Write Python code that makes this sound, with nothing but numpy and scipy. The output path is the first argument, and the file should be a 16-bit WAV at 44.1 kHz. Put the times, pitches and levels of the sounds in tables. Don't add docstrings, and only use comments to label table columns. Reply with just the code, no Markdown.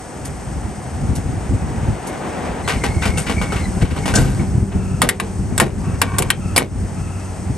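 import sys
import numpy as np
from scipy import signal
from scipy.fft import rfft, irfft, next_fast_len
from scipy.io import wavfile
from scipy.ndimage import uniform_filter1d, minimum_filter1d

SR = 44100
rng = np.random.default_rng(int(sys.argv[2]) if len(sys.argv) > 2 else 0)


def put_to_file(sound):
    columns = np.atleast_2d(sound).T
    safe = np.clip(columns, -1, 1)
    whole_steps = np.round(safe * 32767)
    wavfile.write(sys.argv[1], SR, whole_steps.astype(np.int16))


N = 333837
TIME = np.arange(N) / SR


def amp(db):
    return 10 ** (np.asarray(db) / 20)


def unit(x):
    return x / np.sqrt(np.mean(x ** 2) + 1e-20)


def at_hz(points, hz):
    f, value = np.transpose(points)
    return np.interp(np.log(hz + 1), np.log(f + 1), value)


def curve(rows, axis=1):
    rows = np.array(rows)
    return np.interp(TIME, rows[:, 0], rows[:, axis])


def add(mix, s, sound):
    part = mix[:, max(round(s * SR), 0):][:, :sound.shape[-1]]
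    part += sound[..., :part.shape[1]]


def fade(s, seconds):
    return np.clip(1 - (TIME - s) / seconds, 0, 1)


def arch(s, length, skew):
    gate = np.clip(np.minimum(TIME - s, s + length - TIME) / .01, 0, 1)
    effort = np.sin(np.pi * np.clip((TIME - s) / length, 0, 1) ** skew)
    return gate, effort


def swell_and_die(t, swell, t60):
    return np.minimum(t / swell, 1) * np.exp(-np.log(1000) * t / t60)


def wander(rate_hz):
    size = next_fast_len(N, real=True)
    hz = np.fft.rfftfreq(size, 1 / SR)
    slow = rfft(rng.standard_normal(size)) * np.exp(-(hz / rate_hz) ** 2)
    return unit(irfft(slow, size)[:N])


# (frequency [Hz], likeness [0 to 1])
LIKENESS = [(290, .82), (700, .5), (1400, .7), (3100, .85), (8000, .95)]


def port_noise(size, colour=((1, 0), (SR, 0))):
    hz = np.fft.rfftfreq(size, 1 / SR)
    shared, apart = rfft(rng.standard_normal((2, size)))
    same = np.clip(at_hz(LIKENESS, hz), 0, 1)
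    mid, side = np.sqrt(1 + same) * shared, np.sqrt(1 - same) * apart
    ports = np.array([mid + side, mid - side])
    return unit(irfft(ports * amp(at_hz(colour, hz)), size))


def coloured(x, spectrum, bass_db, treble_db, peak_hz=1000, peak_db=0, size=2048):
    hz = np.fft.rfftfreq(size, 1 / SR)
    gain = unit(amp(at_hz(spectrum, hz)))
    bass = bass_db / (1 + (hz / 800) ** 4)
    treble = treble_db * (1 - 1 / (1 + (hz / 4200) ** 4))
    peak = peak_db / (1 + ((hz - peak_hz) / (130 + .05 * peak_hz)) ** 2)
    log_gain = np.log(gain * amp(bass + treble + peak))
    minimum_phase = np.conj(signal.hilbert(np.r_[log_gain, log_gain[-2:0:-1]]))
    taps = np.fft.ifft(np.exp(minimum_phase)).real
    return signal.fftconvolve(x, taps[None], axes=1)


def ring(modes, t, t60, scatter_db, detune):
    hz, db = np.transpose(modes)[:, :, None]
    weight, shift, sign = rng.standard_normal((3, len(modes), 1))
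    gain = amp(db + scatter_db * weight)
    partials = np.sign(sign) * np.sin(2 * np.pi * hz * (1 + detune * shift) * t)
    chord = (gain * partials).sum(0) / np.linalg.norm(gain)
    return chord * np.exp(-np.log(1000) * t / t60)


BOOM_SWELL_S = 0.004


def boom(modes, db, t60):
    t = np.arange(SR // 2) / SR
    chord = ring(modes, t, t60=np.inf, scatter_db=1, detune=0.015)
    return amp(db) * swell_and_die(t, BOOM_SWELL_S, t60) * chord


# (frequency [Hz], relative level [dB])
WING_COLOUR = [(40, -35.5), (150, 2.5), (1050, 0.5), (1650, -4), (2300, -2.5), (3500, -8.5), (6000, -12.5),
               (11000, -11), (13200, -39), (17000, -78)]
CHATTER_DB, RATTLES_PER_S, RATTLE_DB = 3, 110, 9
CHATTER_ONSET_S = 0.018


def clatter(db, bass_db, treble_db, swell, t60, rib_hz=1000, rib_db=0):
    t = np.arange(SR // 2) / SR
    loose = 1 - np.exp(-t / CHATTER_ONSET_S)
    uneven = unit(uniform_filter1d(rng.standard_normal(len(t)), size=90))
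    chatter = amp(CHATTER_DB * loose * uneven)
    taps = (rng.random(len(t)) < RATTLES_PER_S / SR) * rng.random(len(t))
    dying_taps = signal.lfilter([1], [1, -np.exp(-1 / (0.00089 * SR))], taps)
    rattle = 1 + amp(RATTLE_DB) * loose * dying_taps
    shake = swell_and_die(t, swell, t60) * chatter * rattle * port_noise(len(t))
    return amp(db) * coloured(shake, WING_COLOUR, bass_db, treble_db, rib_hz, rib_db)


# (time [s], level [dB])
WIND = [(0, -38), (0.36, -27), (0.87, -29), (1.03, -21.5), (1.41, -21), (1.9, -18.5), (2.05, -40),
        (2.7, -21.5), (3.9, -20), (4.3, -16.5), (5.11, -23), (5.21, -28), (5.5, -20), (6.3, -23),
        (6.91, -22.5), (7.21, -30.5), (7.57, -23)]
# (time of peak [s], length [s], level [dB])
GUSTS = [(1.117, 0.033, -18), (1.53, 0.079, -15.5), (3.774, 0.017, -15), (3.923, 0.024, -9.5),
         (4.582, 0.018, -13), (4.632, 0.025, -14.5), (4.762, 0.024, -14)]
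# (frequency [Hz], relative level [dB])
WIND_COLOUR = [(20, -39), (53, 0.5), (97, -1.5), (196, -7), (375, -21.5), (600, -38), (780, -74),
               (1320, -120)]
EDDY_RATIO, EDDY_DB = 1.78, 5


def wind():
    lumps = amp(3.15 * wander(30.7))
    gusts = sum(amp(db) * np.exp(-(2 * (TIME - s) / length) ** 2) for s, length, db in GUSTS)
    force = np.hypot(amp(curve(WIND)) * unit(lumps), gusts)
    eddies = port_noise(N, [(hz * EDDY_RATIO, db) for hz, db in WIND_COLOUR])
    return force * (port_noise(N, WIND_COLOUR) + amp(EDDY_DB) * force * eddies)


# (frequency [Hz], relative level per Hz [dB])
ROAD_COLOUR = [(30, -19), (100, -3), (250, 1), (600, -4.5), (780, -2), (1100, -10), (2100, -15.5),
               (4200, -30), (9000, -37), (16000, -64)]
# (frequency [Hz], relative level per Hz [dB])
HISS_COLOUR = [(500, -7), (3000, -44), (4300, -4), (6000, 2.5), (7300, 1), (8600, 7.5), (10000, -3.5),
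               (11100, -1.5), (12000, -18.5), (13000, -56)]
YARD_STOP_S = 2.69
STOP_S, SETTLE_S = 4.34, 0.29
YARD_DB, HISS_DB = -34, -43.5
LORRY_DB, LORRY_CLOSEST_S, LORRY_DISTANCE_M, LORRY_M_PER_S = -25, 2.47, 5.8, 14
FLOW_DB, FLOW_HISS_DB = -32.5, -41.5


def yard():
    far = fade(YARD_STOP_S - .08, 0.037)
    along_m = LORRY_M_PER_S * (TIME - LORRY_CLOSEST_S)
    lorry = amp(LORRY_DB) * far * LORRY_DISTANCE_M / np.hypot(LORRY_DISTANCE_M, along_m)
    flow = (1 - far) * fade(STOP_S, SETTLE_S)
    road_level = np.sqrt(amp(YARD_DB) ** 2 + lorry ** 2 + (amp(FLOW_DB) * flow) ** 2)
    hiss_level = np.hypot(amp(HISS_DB), amp(FLOW_HISS_DB) * flow)
    road = road_level * amp(0.76 * wander(12)) * port_noise(N, ROAD_COLOUR)
    hiss = hiss_level * amp(0.7 * wander(30)) * port_noise(N, HISS_COLOUR)
    return road + hiss


# (time [s], pitch [Hz], level [dB], level of the second order [dB])
ENGINE = [(0, 88.2, -54, -53), (2.7, 89.07, -48, -34), (4.5, 97.16, -28, -25), (6.1, 95.8, -24, -29.5),
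          (7.0, 92.5, -25.5, -37.5), (7.57, 93.3, -29.5, -31)]
# (time [s], pitch [Hz], level [dB])
PUMP = [(0.4, 740, -45), (2.5, 735, -37.5), (2.7, 788, -46), (4.3, 778, -42)]
PUMP_LOW_RATIO, PUMP_LOW_DB = 0.67, -5.5


def engine():
    phase = 2 * np.pi * np.cumsum(curve(ENGINE, axis=1) * (1 + 0.01415 * wander(12.5))) / SR
    upper_level = amp(curve(ENGINE, axis=3) + 2 * wander(26))
    upper = upper_level * (np.sin(2 * phase) + amp(-10.5) * np.sin(4 * phase))
    hum = amp(curve(ENGINE, axis=2) + 2 * wander(33)) * np.sin(phase) + upper
    turns = np.cumsum(curve(PUMP, axis=1) * (1 + 0.00688 * wander(26.5))) / SR
    low_partial = amp(PUMP_LOW_DB) * np.sin(2 * np.pi * PUMP_LOW_RATIO * turns)
    whine = np.sin(2 * np.pi * turns) + low_partial
    return hum + amp(curve(PUMP, axis=2) + 2 * wander(20)) * whine * fade(STOP_S, SETTLE_S)


# (time [s], level [dB])
TICKS = [(0.248, -34), (1.15, -34), (2.066, -35)]
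TICK_SWELL_S, TICK_T60, TICK_BASS_DB, TICK_TREBLE_DB = 0.0086, 0.11, -16, 18
# (time [s], level [dB])
RASPS = [(2.688, -13), (3.016, -14), (3.261, -17), (3.554, -20.5), (3.808, -24), (3.9, -21.5), (4.088, -23),
         (4.262, -26)]
RASP_RIB_HZ, RASP_RIB_DB, RASP_TREBLE_DB = 2680, 2, -7
RASP_SWELL_S, RASP_T60, RASP_BASS_DB = 0.013, 0.21, -9
# (time [s], level [dB], treble tilt [dB], rib pitch [Hz], boost at the rib's pitch [dB])
KNOCKS = [(2.676, -16, -2, 1137, -1), (2.837, -17.5, 0, 2043, 4), (3.053, -18, 0.5, 1180, -8),
          (3.173, -20.5, 1, 1260, 0), (3.181, -33, 18, 8600, 7), (3.295, -19.5, -3, 1140, -1),
          (3.414, -21.5, -1.5, 1220, 2.5), (3.521, -23, -1.5, 1315, 9.5), (3.819, -25, 0.5, 2250, 1),
          (3.851, -24.5, -7, 1100, -2), (3.962, -25.5, -4, 1210, 1), (4.056, -22.5, 3.5, 1900, 0),
          (4.078, -19.5, 1, 1010, 1), (4.138, -22, 6, 1520, 5.5), (4.173, -22, 2, 1570, 9),
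          (4.394, -32.5, -16, 2210, 6), (4.717, -33, -10, 2560, -1)]
KNOCK_SWELL_S, KNOCK_T60, KNOCK_BASS_DB = 0.0013, 0.16, 5
RIB_DB, RIB_T60 = -3, 0.062
# (frequency [Hz], relative level [dB])
WING_MODES = [(689, 4.5), (818, 9), (1070, -3), (1310, 4), (2060, 0), (3080, 2)]
SKIN_DB, SKIN_T60 = -3, 0.11


def wing():
    out, t = np.zeros((2, N)), np.arange(SR // 4) / SR
    for s, db in TICKS:
        add(out, s, clatter(db, TICK_BASS_DB, TICK_TREBLE_DB, TICK_SWELL_S, TICK_T60))
    for s, db in RASPS:
        rasp = clatter(db, RASP_BASS_DB, RASP_TREBLE_DB, RASP_SWELL_S, RASP_T60, RASP_RIB_HZ, RASP_RIB_DB)
        add(out, s, rasp)
    for s, db, treble_db, rib_hz, rib_db in KNOCKS:
        add(out, s, clatter(db, KNOCK_BASS_DB, treble_db, KNOCK_SWELL_S, KNOCK_T60, rib_hz, rib_db))
        rib = ring([(rib_hz, 0)], t, RIB_T60, scatter_db=0, detune=0)
        skin = ring(WING_MODES, t, SKIN_T60, scatter_db=1.5, detune=0.016)
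        ringing = amp(rib_db + RIB_DB) * rib + amp(SKIN_DB) * skin
        add(out, s, amp(db) * np.minimum(t / KNOCK_SWELL_S, 1) * ringing)
    return out


# (time [s], pitch [Hz], level [dB])
SQUEAL = [(2.64, 2090, -30.5), (2.8, 2113, -34.5), (3.0, 2180, -35.5), (3.14, 2165, -35.5),
          (3.23, 2210, -43), (3.37, 2252, -28), (3.56, 2200, -35.5), (3.67, 2010, -36)]
SQUEAL_OCTAVE_DB, OCTAVE_DB_PER_HZ = -6.5, -0.058
# (time [s], length [s], pitch [Hz], level [dB])
SQUEAKS = [(3.822, 0.028, 2230, -30), (4.025, 0.032, 2180, -31)]


def squeal():
    gate, _ = arch(SQUEAL[0][0], SQUEAL[-1][0] - SQUEAL[0][0], skew=1)
    hz, level = curve(SQUEAL, axis=1), gate * amp(curve(SQUEAL, axis=2))
    grip, octave_grip = (unit(np.maximum(wander(110) + bite, 0)) for bite in (.9, .8))
    note = level * grip
    octave = level * octave_grip * amp(SQUEAL_OCTAVE_DB + OCTAVE_DB_PER_HZ * (hz - hz.min()))
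    for s, length, squeak_hz, db in SQUEAKS:
        gate, effort = arch(s, length, skew=1)
        hz = np.where(gate > 0, squeak_hz, hz)
        note = note + amp(db) * effort
    rough_hz = hz * (1 + .003 * wander(40) + .028 * wander(900))
    phase = 2 * np.pi * np.cumsum(rough_hz) / SR
    return note * np.sin(phase) + octave * np.sin(2 * phase)


CRASH_S, CRASH_DB, CRASH_SWELL_S, CRASH_T60 = 4.151, -3.5, 0.0083, 0.091
# (frequency [Hz], relative level [dB])
CRASH_COLOUR = [(700, 6), (2300, -10.5), (4000, -7.5), (5500, -3), (8000, 1.5), (9500, -4), (17000, -48)]
SHAKE_LAG_S, SHAKE_DB, SHAKE_BASS_DB, SHAKE_T60, LANDING_BOOM_DB = 0.031, -25, 12.5, 0.51, -6.5
SHAKE_HZ, SHAKE_RING_DB = 1520, 8
# (frequency [Hz], relative level [dB])
BODY_MODES = [(44, -5.5), (72, -4.5), (137, 6), (190, -5), (245, 0), (320, -4), (385, -5)]
PUFF_DB, PUFF_SWELL_S, PUFF_T60 = -9.5, 0.016, 0.59


def landing():
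    out, t = np.zeros((2, N)), np.arange(SR // 2) / SR
    crash = swell_and_die(t, CRASH_SWELL_S, CRASH_T60) * port_noise(len(t), CRASH_COLOUR)
    add(out, CRASH_S, amp(CRASH_DB) * crash)
    shaken_s = CRASH_S + SHAKE_LAG_S
    shake = clatter(SHAKE_DB, SHAKE_BASS_DB, treble_db=9.0, swell=0.0033, t60=SHAKE_T60,
                    rib_hz=SHAKE_HZ, rib_db=SHAKE_RING_DB)
    add(out, shaken_s, shake)
    add(out, shaken_s, boom(BODY_MODES, LANDING_BOOM_DB, SHAKE_T60))
    puff = swell_and_die(t, PUFF_SWELL_S, PUFF_T60) * port_noise(len(t), WIND_COLOUR)
    add(out, shaken_s, amp(PUFF_DB) * puff)
    return out


# (time [s], length [s], level [dB])
TRILLS = [(4.76, 0.3, -41.5), (5.84, 0.16, -41), (6.39, 0.22, -39), (6.96, 0.38, -41.5)]
TRILL_HZ, TRILL_OCTAVE_DB, THROB_HZ = 1316, -3, 31


def trill():
    beat = np.cumsum(THROB_HZ * (1 + .15 * wander(10))) / SR % 1
    hz = TRILL_HZ * (1 + .07 * (.5 - beat) + .035 * wander(300))
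    phase = 2 * np.pi * np.cumsum(hz) / SR
    voice = np.sqrt(np.sin(np.pi * beat)) * (np.sin(phase) + amp(TRILL_OCTAVE_DB) * np.sin(2 * phase))
    level = sum(amp(db) * np.sqrt(abs(arch(s, length, skew=0.68)[1])) for s, length, db in TRILLS)
    return voice * level


# (time [s], level of the steel [dB], weight of the side board behind it [dB], treble tilt [dB],
#  loudest partial [Hz], boost at that partial [dB], level of the board's note [dB])
LATCHES = [(5.018, -6.5, -9, 4, 1150, 3.5, -19.5), (5.089, -11.5, -20, 12.5, 2060, 11.5, -20),
           (5.1992, -13.5, -26, -0.5, 1750, -6, -25.5), (5.5784, -21.5, -28.5, 11.5, 7940, 9, -32),
           (5.5998, -10, -8, 7.5, 1770, 8.5, -16), (6.016, -10, -22, 4, 2376, 3, -35),
           (6.184, -23.5, -19, 18, 7140, 4, -25.5), (6.2219, -22, -33, 9, 2230, 5, -37),
           (6.3028, -8.5, -30, 3.5, 3200, 0, -40), (6.562, -17.5, -14.5, 9.5, 4860, 13.5, -30),
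           (6.578, -7, -11, 7, 2270, 4, -30)]
# (frequency [Hz], relative level [dB])
LATCH_COLOUR = [(100, -15), (400, 1.5), (1100, 4), (3500, -7), (6400, -17.5), (7600, -11.5), (9500, -9),
                (10800, -6), (13000, -30), (17000, -60)]
FULL_T60, BOARD_DB_PER_HALVING = 0.11, 19
BOUNCE_S, BOUNCE_WIDTH_S, BOUNCE_DB = 0.0075, 0.0018, -18
# (frequency [Hz], relative level [dB])
LATCH_MODES = [(690, 1), (930, 5), (1065, 6), (1165, 7), (1438, 4), (1620, 0), (1868, 1), (2250, 9),
               (2700, 2), (7450, -1), (8800, 4)]
FITTING_DB, FITTING_T60, LEVER_DB, LEVER_T60 = -3.5, 0.066, -9.5, 0.047
RATTLE_LAG_S, BOARD_RATTLE_DB, BOARD_T60 = 0.011, -13.5, 0.21
BOOM_LAG_S, BOOM_T60, BOOM_DB = 0.0149, 0.23, -5
# (frequency [Hz], relative level [dB])
BOARD_MODES = [(335, -2), (386, -1), (443, -2.5), (883, -12)]
BOARD_NOTE_T60 = 0.25


def latches():
    out, t = np.zeros((2, N)), np.arange(SR // 4) / SR
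    for s, db, board_db, treble_db, partial_hz, partial_db, note_db in LATCHES:
        t60 = FULL_T60 * 2 ** (board_db / BOARD_DB_PER_HALVING)
        bass_db = board_db - db
        body = np.exp(-np.log(1000) * t / t60)
        crack = 0.36 * np.exp(-t / 0.0016)
        bounce = amp(BOUNCE_DB) * np.exp(-((t - BOUNCE_S) / BOUNCE_WIDTH_S) ** 2)
        blow = (body + crack + bounce) * np.minimum(t / 0.00074, 1)
        steel = coloured(blow * port_noise(len(t)), LATCH_COLOUR, bass_db, treble_db, partial_hz, partial_db)
        fitting = ring(LATCH_MODES, t, FITTING_T60, scatter_db=-1.0, detune=0.011)
        lever = ring([(partial_hz, 0)], t, LEVER_T60, scatter_db=0, detune=0)
        add(out, s, amp(db) * steel)
        add(out, s, amp(db) * (amp(bass_db / 2 + FITTING_DB) * fitting + amp(LEVER_DB) * lever))
        rattle = clatter(board_db + BOARD_RATTLE_DB, bass_db=14.5, treble_db=-2.5, swell=0.0058, t60=BOARD_T60)
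        add(out, s + RATTLE_LAG_S, rattle)
        add(out, s + BOOM_LAG_S, boom(BODY_MODES, board_db + BOOM_DB, BOOM_T60))
        add(out, s + BOOM_LAG_S, boom(BOARD_MODES, note_db, BOARD_NOTE_T60))
    return out


# (time [s], length [s], level before the sag [dB])
STROKES = [(5.83, 0.15, -31.5), (6.03, 0.28, -25)]
STROKE_SAG_DB = -5.5


def handling(ticks_per_s):
    slips = (rng.random(N) < ticks_per_s / SR) * rng.uniform(-1, 1, N) ** 3
    fitting = ring(LATCH_MODES, np.arange(SR // 4) / SR, FITTING_T60, scatter_db=0, detune=0.012)
    ringing = signal.fftconvolve(slips, fitting)[:N]
    rubbed = unit(slips) + amp(-4) * unit(ringing)
    scrape = coloured(np.array([rubbed, rubbed]), LATCH_COLOUR, bass_db=-0.5, treble_db=-10.0)
    force = np.zeros(N)
    for s, length, db in STROKES:
        gate, effort = arch(s, length, skew=0.59)
        force += gate * amp(db + STROKE_SAG_DB * (2.5 - effort))
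    return force * unit(scrape[:, :N] * amp(3 * wander(45)))


# (frequency [Hz], T60 [s])
ECHO_T60 = [(100, 0.41), (1000, 0.15), (3000, 0.14), (9000, 0.027)]


def echoes(x):
    hz, t, z = signal.stft(port_noise(SR // 2), SR, nperseg=256)
    decay = np.exp(-np.log(1000) * t / at_hz(ECHO_T60, hz)[:, None])
    tail = signal.istft(z * decay, SR, nperseg=256)[1]
    tail = tail * np.minimum(np.arange(tail.shape[1]) / SR / 0.0013, 1)
    return signal.fftconvolve(x.mean(0)[None], tail / np.linalg.norm(tail[0]), axes=1)[:, :N]


# (frequency [Hz], phase [radians])
PORT_PHASE = [(0, 0), (1290, -.4), (3000, .5), (5500, .9), (7500, .6), (8700, -.1), (10200, -3.1),
              (12000, -6), (15200, -12.5)]
# (frequency [Hz], level [dB])
PORT_BALANCE = [(60, 0.74), (1100, 1.7), (3600, 4.7), (8100, 0.55)]


def scene():
    panel = wing() + landing() + squeal()
    steel = amp(6.0) * latches() + handling(ticks_per_s=700)
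    tail = echoes(amp(-10.5) * panel + amp(-12.5) * steel)
    mix = wind() + yard() + engine() + trill() + panel + steel + tail
    hz = np.fft.rfftfreq(N, 1 / SR)
    left = amp(at_hz(PORT_BALANCE, hz) / 2) * np.exp(.5j * at_hz(PORT_PHASE, hz))
    return irfft(rfft(mix) * np.array([left, 1 / left]), N)


EDGE_HZ = 16900


def record(dry):
    keep = np.exp(-1 / (0.0045 * SR))
    power = signal.lfilter([1 - keep], [1, -keep], (dry ** 2).mean(0))
    over_db = np.maximum(10 * np.log10(power + 1e-12) + 9, 0)
    held_db = -minimum_filter1d(-over_db, size=4001, origin=2000)
    recovery_db = 75 * TIME
    reduction_db = np.maximum.accumulate(held_db + recovery_db) - recovery_db
    ducked = dry * amp(-reduction_db)
    clipped = ducked / (1 + ducked ** 6) ** (1 / 6)
    low_pass = signal.firwin(511, EDGE_HZ, window=("kaiser", 9), fs=SR)
    return signal.oaconvolve(clipped, low_pass[None], "same")


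dry = scene()
out = record(dry)
put_to_file(out)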